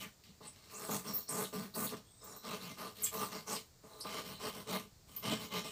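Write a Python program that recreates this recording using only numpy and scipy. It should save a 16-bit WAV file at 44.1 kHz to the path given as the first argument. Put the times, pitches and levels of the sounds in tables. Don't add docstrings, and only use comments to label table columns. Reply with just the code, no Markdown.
import sys
import numpy as np
from scipy import signal
from scipy.fft import rfft, irfft, next_fast_len
from scipy.io import wavfile
from scipy.ndimage import uniform_filter1d, map_coordinates

SR = 44100
rng = np.random.default_rng(int(sys.argv[2]) if len(sys.argv) > 2 else 0)


def wav_record(signal):
    frames = np.transpose(np.atleast_2d(signal))
    bounded = np.clip(frames, -1, 1)
    quanta = np.round(bounded * 32767).astype(np.int16)
    wavfile.write(sys.argv[1], SR, quanta)


N = 251811
TIME = np.arange(N) / SR
FFT_SIZE = next_fast_len(N + SR // 2, True)
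FREQ = np.fft.rfftfreq(FFT_SIZE, 1 / SR)
TOP_HZ = 15480

# pitch_hz, width_hz, gain_db
TYRE_MODES = [(117, 11.4, -8), (154, 18, -2), (189.5, 19, -1), (208, 15.6, 4.5), (225, 29, -3.5),
              (284, 33, -3.5), (427.7, 27, 6), (454, 44, 1.5), (490.5, 30, -1.5), (616, 19.5, 1.5),
              (649.3, 13.3, -1.5), (763, 17.5, -3), (846, 17.5, -3), (892, 28, -2), (1027, 31, 0),
              (1077, 50, -2), (1112.5, 20, 0), (1185, 15.2, 6), (1247, 9.8, 1), (1322, 24, -5.5),
              (1494, 18, -9.5)]
# pitch_hz, width_hz, gain_db
BLADE_MODES = [(2098, 47, 6.5), (2506, 90, 8.5), (2707, 200, 0), (3020, 200, 11.5), (3930, 390, -1),
               (4520, 67, 5.5)]
# frequency_hz, gain_db
RUBBER_SPECTRUM = [(50, -16), (110, -19.5), (200, 9), (350, -18), (600, 2), (1200, -9), (1600, -7),
                   (2400, -13)]
RASP_SPECTRUM = [(1100, -19), (1600, -3.5), (2200, -1.5), (3000, 2), (3700, -1.5), (4350, 6.5), (4950, 0.5),
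                 (5550, 3), (6300, -8.5), (7500, -10)]
HISS_SPECTRUM = [(5200, -29), (6400, -9), (6950, -7.5), (7550, -9.5), (8100, -2), (8550, -1.5),
                 (9300, -7.5), (10500, -7), (11850, -2), (12800, -3.5), (14000, 0.5), (14600, -3.5),
                 (15300, 3.5), (16500, -28)]
AIR_SPECTRUM = [(20, -9), (32, -6), (45, -4.5), (75, 0.5), (120, 2.5), (200, -10), (300, -10), (1000, -17),
                (3000, -23.5), (4400, -16), (6300, -19), (7200, -16), (10500, -30), (15300, -22)]
# start_s, length_s, carcass_db, swell_db, boom_db, rasp_db, hiss_db
ARM_STROKES = [(-0.02, 0.076, -50.5, -20, 0, 1.5, -2), (.225, 0.075, -77, -4, 14.5, 12.5, -2),
               (0.395, .07, -61, 5.5, -0.5, 0.5, -6), (0.5, 0.24, -71.5, 6, -5, 4, -3),
               (0.682, 0.17, -54, 11.5, -10.5, -6.5, -2.5), (0.861, 0.097, -45.5, 6.5, -0.5, -6, 0),
               (1.022, 0.091, -49.5, 3.5, 1, -5, -4), (1.109, 0.082, -56.5, 3, -5, -3, -0.5),
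               (1.267, 0.16, -44.5, 7.5, -4, -11, -2.5), (1.512, 0.14, -49, -7.5, 4, -5.5, -5),
               (1.726, 0.13, -46, 3.5, -1, -10.5, 3), (1.883, 0.058, -48, 3, -1, -11, -30),
               (2.196, .17, -56.5, 0.5, -9, -13.5, -4), (2.411, .135, -48, 7, -4.5, -4, -10.5),
               (2.582, 0.14, -54.5, -4, 3, 1.5, -4.5), (2.756, 0.12, -47.5, 0, -9, -7, -10),
               (2.934, 0.13, -58.5, 5, -4.5, 2.5, 0.5), (3.1, 0.14, -43.5, 7.5, -8.5, -8.5, -6.5),
               (3.29, 0.096, -47.5, -4, -4, -3, -8.5), (3.451, 0.09, -44, 4, -8, -6.5, -2.5),
               (3.81, 0.2, -59.5, 4.5, -19.5, -13.5, -8), (4.02, 0.17, -48, 8.5, -12, -3.5, -10.5),
               (4.22, 0.12, -53, -3, 0, -1, -4.5), (4.373, .104, -47.5, 10, -8.5, -3.5, -9),
               (4.509, 0.1, -52, -2.5, -1.5, -4, -5.5), (4.648, .11, -44, 9.5, -3, -4.5, -8.5),
               (5.054, .135, -66.5, 6, -2, 1, 2.5), (5.209, .123, -43, 4.5, 0, -0.5, -10),
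               (5.369, 0.079, -50.5, 0, -1.5, -1, -4.5), (5.49, 0.09, -44, 6.5, -3, -1, -10),
               (5.622, 0.068, -51.5, -2, -5, 1.5, -4)]
# time_s, gain_db
BLADE_RINGING = [(0, 8.5), (.95, -15), (1.85, -10), (2.55, -3), (3.3, -4.5), (5.3, 5), (5.7, 3)]
# time_s, gain_db
HISS_TREBLE = [(0, -8), (.6, -11), (.95, -8.5), (1.4, -9.5), (1.85, 0), (2.15, -30), (2.55, -4), (3.2, -2),
               (3.55, -13), (4.75, -7), (5.7, -10)]
# time_s, gain_db
RUMBLE_SWELL = [(0, 0), (2.3, 0), (3.9, 0.5), (4.7, 2), (4.95, 5.5), (5.2, 3), (5.7, 5)]
# start_s, length_s, first_hz, last_hz, level_db
BLADE_SQUEAKS = [(.011, 0.055, 2634, 1734, -59), (0.468, 0.018, 9200, 7720, -53.5),
                 (0.736, 0.043, 6200, 8500, -55), (0.819, 0.1, 10600, 11800, -61),
                 (1.129, 0.05, 13900, 15600, -40.5), (1.145, 0.028, 12100, 13000, -43.5),
                 (1.279, .019, 5600, 5300, -53), (1.288, .013, 8700, 8350, -41.5),
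                 (1.31, 0.0444, 7200, 7740, -54), (1.439, 0.023, 4100, 3530, -52),
                 (1.738, 0.016, 4270, 4750, -52), (1.864, 0.019, 4280, 3720, -51.5),
                 (2.236, 0.023, 15200, 14600, -57), (2.36, .018, 14800, 13400, -55),
                 (3.018, 0.026, 14300, 8930, -43), (3.032, 0.017, 9000, 6410, -37),
                 (3.036, .02, 14600, 13700, -41), (3.039, .016, 6850, 8240, -41),
                 (3.057, 0.017, 5520, 2030, -48), (3.125, .04, 11100, 14300, -52),
                 (3.472, .013, 6300, 5900, -51), (3.547, 0.032, 5540, 3730, -50),
                 (3.562, 0.015, 2895, 2230, -51.5), (4, 0.015, 13600, 6900, -52),
                 (4.007, 0.0101, 4240, 5540, -45.5), (5.161, 0.013, 14860, 12570, -42)]
# start_s, strength_db
STEEL_TICKS = [(0.015, -49), (.238, -50.5), (0.435, -62), (.561, -55), (.639, -54), (.699, -48.5),
               (1.528, -43), (1.892, -39.5), (1.968, -45), (2.596, -54), (2.785, -46), (5.164, -44.5),
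               (5.646, -39.5)]
# start_s, peak_db, cutoff_hz
EDGE_SNAGS = [(0.049, -47, 199), (.291, -55.5, 150), (0.406, -46, 890), (.888, -32, 890), (1.412, -38, 400),
              (1.528, -37.5, 706), (1.565, -38, 198), (1.77, -35.5, 494), (2.786, -47, 900),
              (3.835, -49.5, 400), (4.049, -34.5, 1810), (4.724, -42, 304), (4.853, -51.5, 250),
              (5.321, -33, 300), (5.646, -40.5, 700)]
# start_s, length_s, first_hz, last_hz, glide_exponent, level_db, swell_db
SLIT_WHISTLES = [(1.061, 0.29, 5550, 5630, 1.47, -62, -17), (1.07, 0.25, 4330, 4310, 1.35, -68, 9),
                 (2.04, 0.3, 8410, 6500, 2.5, -69, 14), (2.021, 0.46, 3050, 4160, 0.54, -72.5, 15),
                 (2.188, 0.26, 5160, 5700, 0.66, -67, 4), (3.873, 0.56, 3990, 4100, 1.05, -63.5, 3)]


def undb(db):
    return 10 ** (np.asarray(db) / 20)


def unit(x):
    return x / np.sqrt(np.mean(x ** 2))


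def curve(points):
    return np.interp(TIME, *np.transpose(points))


def through(x, response):
    return irfft(rfft(x, FFT_SIZE) * response, FFT_SIZE)[:N]


def colour(points, skirt_db_per_octave=24):
    hz, db = np.transpose(points)
    octave, knots = np.log2(FREQ + 1), np.log2(hz)
    outside = np.abs(octave - np.clip(octave, knots[0], knots[-1]))
    return undb(np.interp(octave, knots, db) - skirt_db_per_octave * outside)


def modes(table):
    return sum((-1) ** k * undb(db) * 1j * FREQ * width / (hz ** 2 - FREQ ** 2 + 1j * FREQ * width)
               for k, (hz, width, db) in enumerate(table))


def below(hz):
    return 1 / (1 + (FREQ / hz) ** 8)


def wander(rate_hz, size):
    knots = rng.standard_normal(min(size, 8192))
    return 1.2 * np.interp(np.arange(size) * rate_hz / SR, np.arange(len(knots)), knots)


def add(track, start_s, sound):
    start = max(int(start_s * SR), 0)
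    track[start:start + len(sound)] += sound[:N - start]


def slips(rate_hz, jitter, scatter_db):
    wait, size = rng.standard_normal((12000, 2)).T
    at = (np.cumsum(np.exp(jitter * wait)) * SR / rate_hz).astype(int)
    strength = undb(scatter_db * np.clip(size, -2, 2))
    return np.bincount(at[at < N], strength[at < N], N)


def roam(x, depth_db, rate_hz, bands=24):
    hz, time_s, frames = signal.stft(x, SR, nperseg=512)
    band = np.log1p(hz / 1500) / np.log1p(TOP_HZ / 1500) * bands
    grid = np.meshgrid(band, time_s * rate_hz, indexing="ij")
    sway = map_coordinates(rng.standard_normal((40, 600)), grid, order=1, mode="mirror")
    _, swayed = signal.istft(frames * undb(depth_db * sway), SR)
    return unit(swayed[:N])


def steady(x, window_s):
    size = int(window_s * SR)
    power = uniform_filter1d(uniform_filter1d(x ** 2, size), size)
    return x / np.sqrt(power + 1e-12)


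def effort(layer_db, attack_s=0.05, release_db_per_s=249):
    power = np.zeros(N)
    for (start_s, length_s, carcass_db, swell_db, *_), offset_db in zip(ARM_STROKES, layer_db):
        time = TIME[:SR] + max(-start_s, 0)
        attack = np.sin(np.pi / 2 * np.minimum(time / attack_s, 1)) ** 2
        hold_db = swell_db * (np.minimum(time / length_s, 1) - .5)
        release_db = release_db_per_s * np.maximum(time - length_s, 0)
        add(power, start_s, (attack * undb(carcass_db + offset_db + hold_db - release_db)) ** 2)
    return np.sqrt(power)


def friction(burst_s=0.0022):
    coarse = slips(rate_hz=230, jitter=.42, scatter_db=2)
    bursts = unit(signal.lfilter([1], [1, -np.exp(-1 / (burst_s * SR))], coarse))
    tearing = roam(rng.standard_normal(N) * (bursts + .9), depth_db=3.6, rate_hz=26)
    push = roam(coarse - coarse.mean(), depth_db=2, rate_hz=12) + 0.44 * tearing
    return push, tearing


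def drumming(push, tyre, boom_db):
    lows = below(251)
    boom = steady(through(push, tyre * lows), window_s=0.026)
    boom *= effort(boom_db, attack_s=0.073, release_db_per_s=237)
    carcass = steady(through(push, tyre * (1 - lows)), window_s=0.1)
    carcass *= effort(np.zeros(len(ARM_STROKES)), release_db_per_s=278)
    return boom + carcass


def rasp(push, tearing, rasp_db):
    force = tearing + 0.17 * push
    scrape = unit(through(force, colour(RASP_SPECTRUM)))
    ring = undb(curve(BLADE_RINGING)) * unit(through(force, modes(BLADE_MODES)))
    return steady(scrape + ring, window_s=0.018) * effort(rasp_db)


def hiss(tearing, hiss_db):
    noise = through(tearing, colour(HISS_SPECTRUM))
    dull = through(noise, below(7700))
    treble = undb(curve(HISS_TREBLE)) * (noise - dull)
    return steady(dull + treble, window_s=0.079) * effort(hiss_db)


def background(level_db=-64.5, sway_db=1.5):
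    air = through(rng.standard_normal(N), colour(AIR_SPECTRUM))
    rumble = through(air, below(180))
    swell = undb(curve(RUMBLE_SWELL) + sway_db * wander(4.9, N))
    return undb(level_db) * (air + rumble * (swell - 1)) / air.std()


def shed_echoes(x, t60_s=0.18, gap_s=0.0036):
    time = TIME[:SR // 2]
    tail = rng.standard_normal(len(time)) * undb(-60 * time / t60_s) * (time > gap_s)
    return through(x, rfft(tail / np.sqrt(np.sum(tail ** 2)), FFT_SIZE))


def squeaks(width_hz=850, flutter_db=5.5):
    out = np.zeros(N)
    for start_s, length_s, first_hz, last_hz, level_db in BLADE_SQUEAKS:
        size = int(length_s * SR)
        hz = np.geomspace(first_hz, last_hz, size)
        spread = wander(width_hz * 1.5, size) + 1j * wander(width_hz * 1.5, size)
        swing = (1 + 2 * spread) * undb(flutter_db * wander(440, size))
        swing /= np.sqrt(1 + np.abs(swing / 2) ** 2)
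        phase = 2 * np.pi * np.cumsum(hz + .35 * width_hz * wander(3500, size)) / SR
        tone = np.real(swing * np.exp(1j * phase)) * signal.windows.tukey(size, .5)
        highpass = signal.butter(4, .75 * hz.min(), "high", fs=SR, output="sos")
        add(out, start_s, undb(level_db) * unit(signal.sosfilt(highpass, tone)))
    return out


def ticks(decay_s=0.0042):
    out, fade = np.zeros(N), np.exp(-TIME[:2000] / decay_s)
    for start_s, strength_db in STEEL_TICKS:
        add(out, start_s, undb(strength_db) * fade * rng.standard_normal(len(fade)))
    return through(out, colour(RASP_SPECTRUM) + undb(-9) * colour(HISS_SPECTRUM))


def snags(tyre):
    out, ring = np.zeros(N), irfft(tyre)[:6000]
    for start_s, peak_db, cutoff_hz in EDGE_SNAGS:
        jolt = signal.sosfilt(signal.butter(2, cutoff_hz, fs=SR, output="sos"), ring)
        add(out, start_s, undb(peak_db) * jolt / np.abs(jolt).max())
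    return out


def whistles(waver_hz=160, flutter_db=5, fade_share=0.19):
    out = np.zeros(N)
    for start_s, length_s, first_hz, last_hz, glide_exponent, level_db, swell_db in SLIT_WHISTLES:
        size = int(length_s * SR)
        travel = np.linspace(0, 1, size)
        hz = first_hz + (last_hz - first_hz) * travel ** glide_exponent
        phase = 2 * np.pi * np.cumsum(hz + waver_hz * wander(1500, size)) / SR
        tone = unit(np.sin(phase) * undb(flutter_db * wander(159, size)))
        envelope = signal.windows.tukey(size, fade_share) * undb(level_db + swell_db * (travel - .5))
        add(out, start_s, tone * envelope)
    return out


def scene():
    tyre = modes(TYRE_MODES) + undb(-10) * colour(RUBBER_SPECTRUM)
    boom_db, rasp_db, hiss_db = np.transpose(ARM_STROKES)[-3:]
    push, tearing = friction()
    body = drumming(push, tyre, boom_db)
    edge = rasp(push, tearing, rasp_db) + hiss(tearing, hiss_db)
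    squeaking, ticking, whistling = squeaks(), ticks(), whistles()
    bright = undb(-7.5) * edge + undb(1.5) * squeaking + undb(2) * ticking + undb(-1.5) * whistling
    direct = body + edge + squeaking + ticking + snags(tyre) + whistling
    mono = direct + shed_echoes(bright) + background()
    return np.array([mono, mono])


def record(dry):
    return signal.sosfilt(signal.ellip(12, .1, 80, TOP_HZ, fs=SR, output="sos"), dry)


dry = scene()
out = record(dry)
wav_record(out)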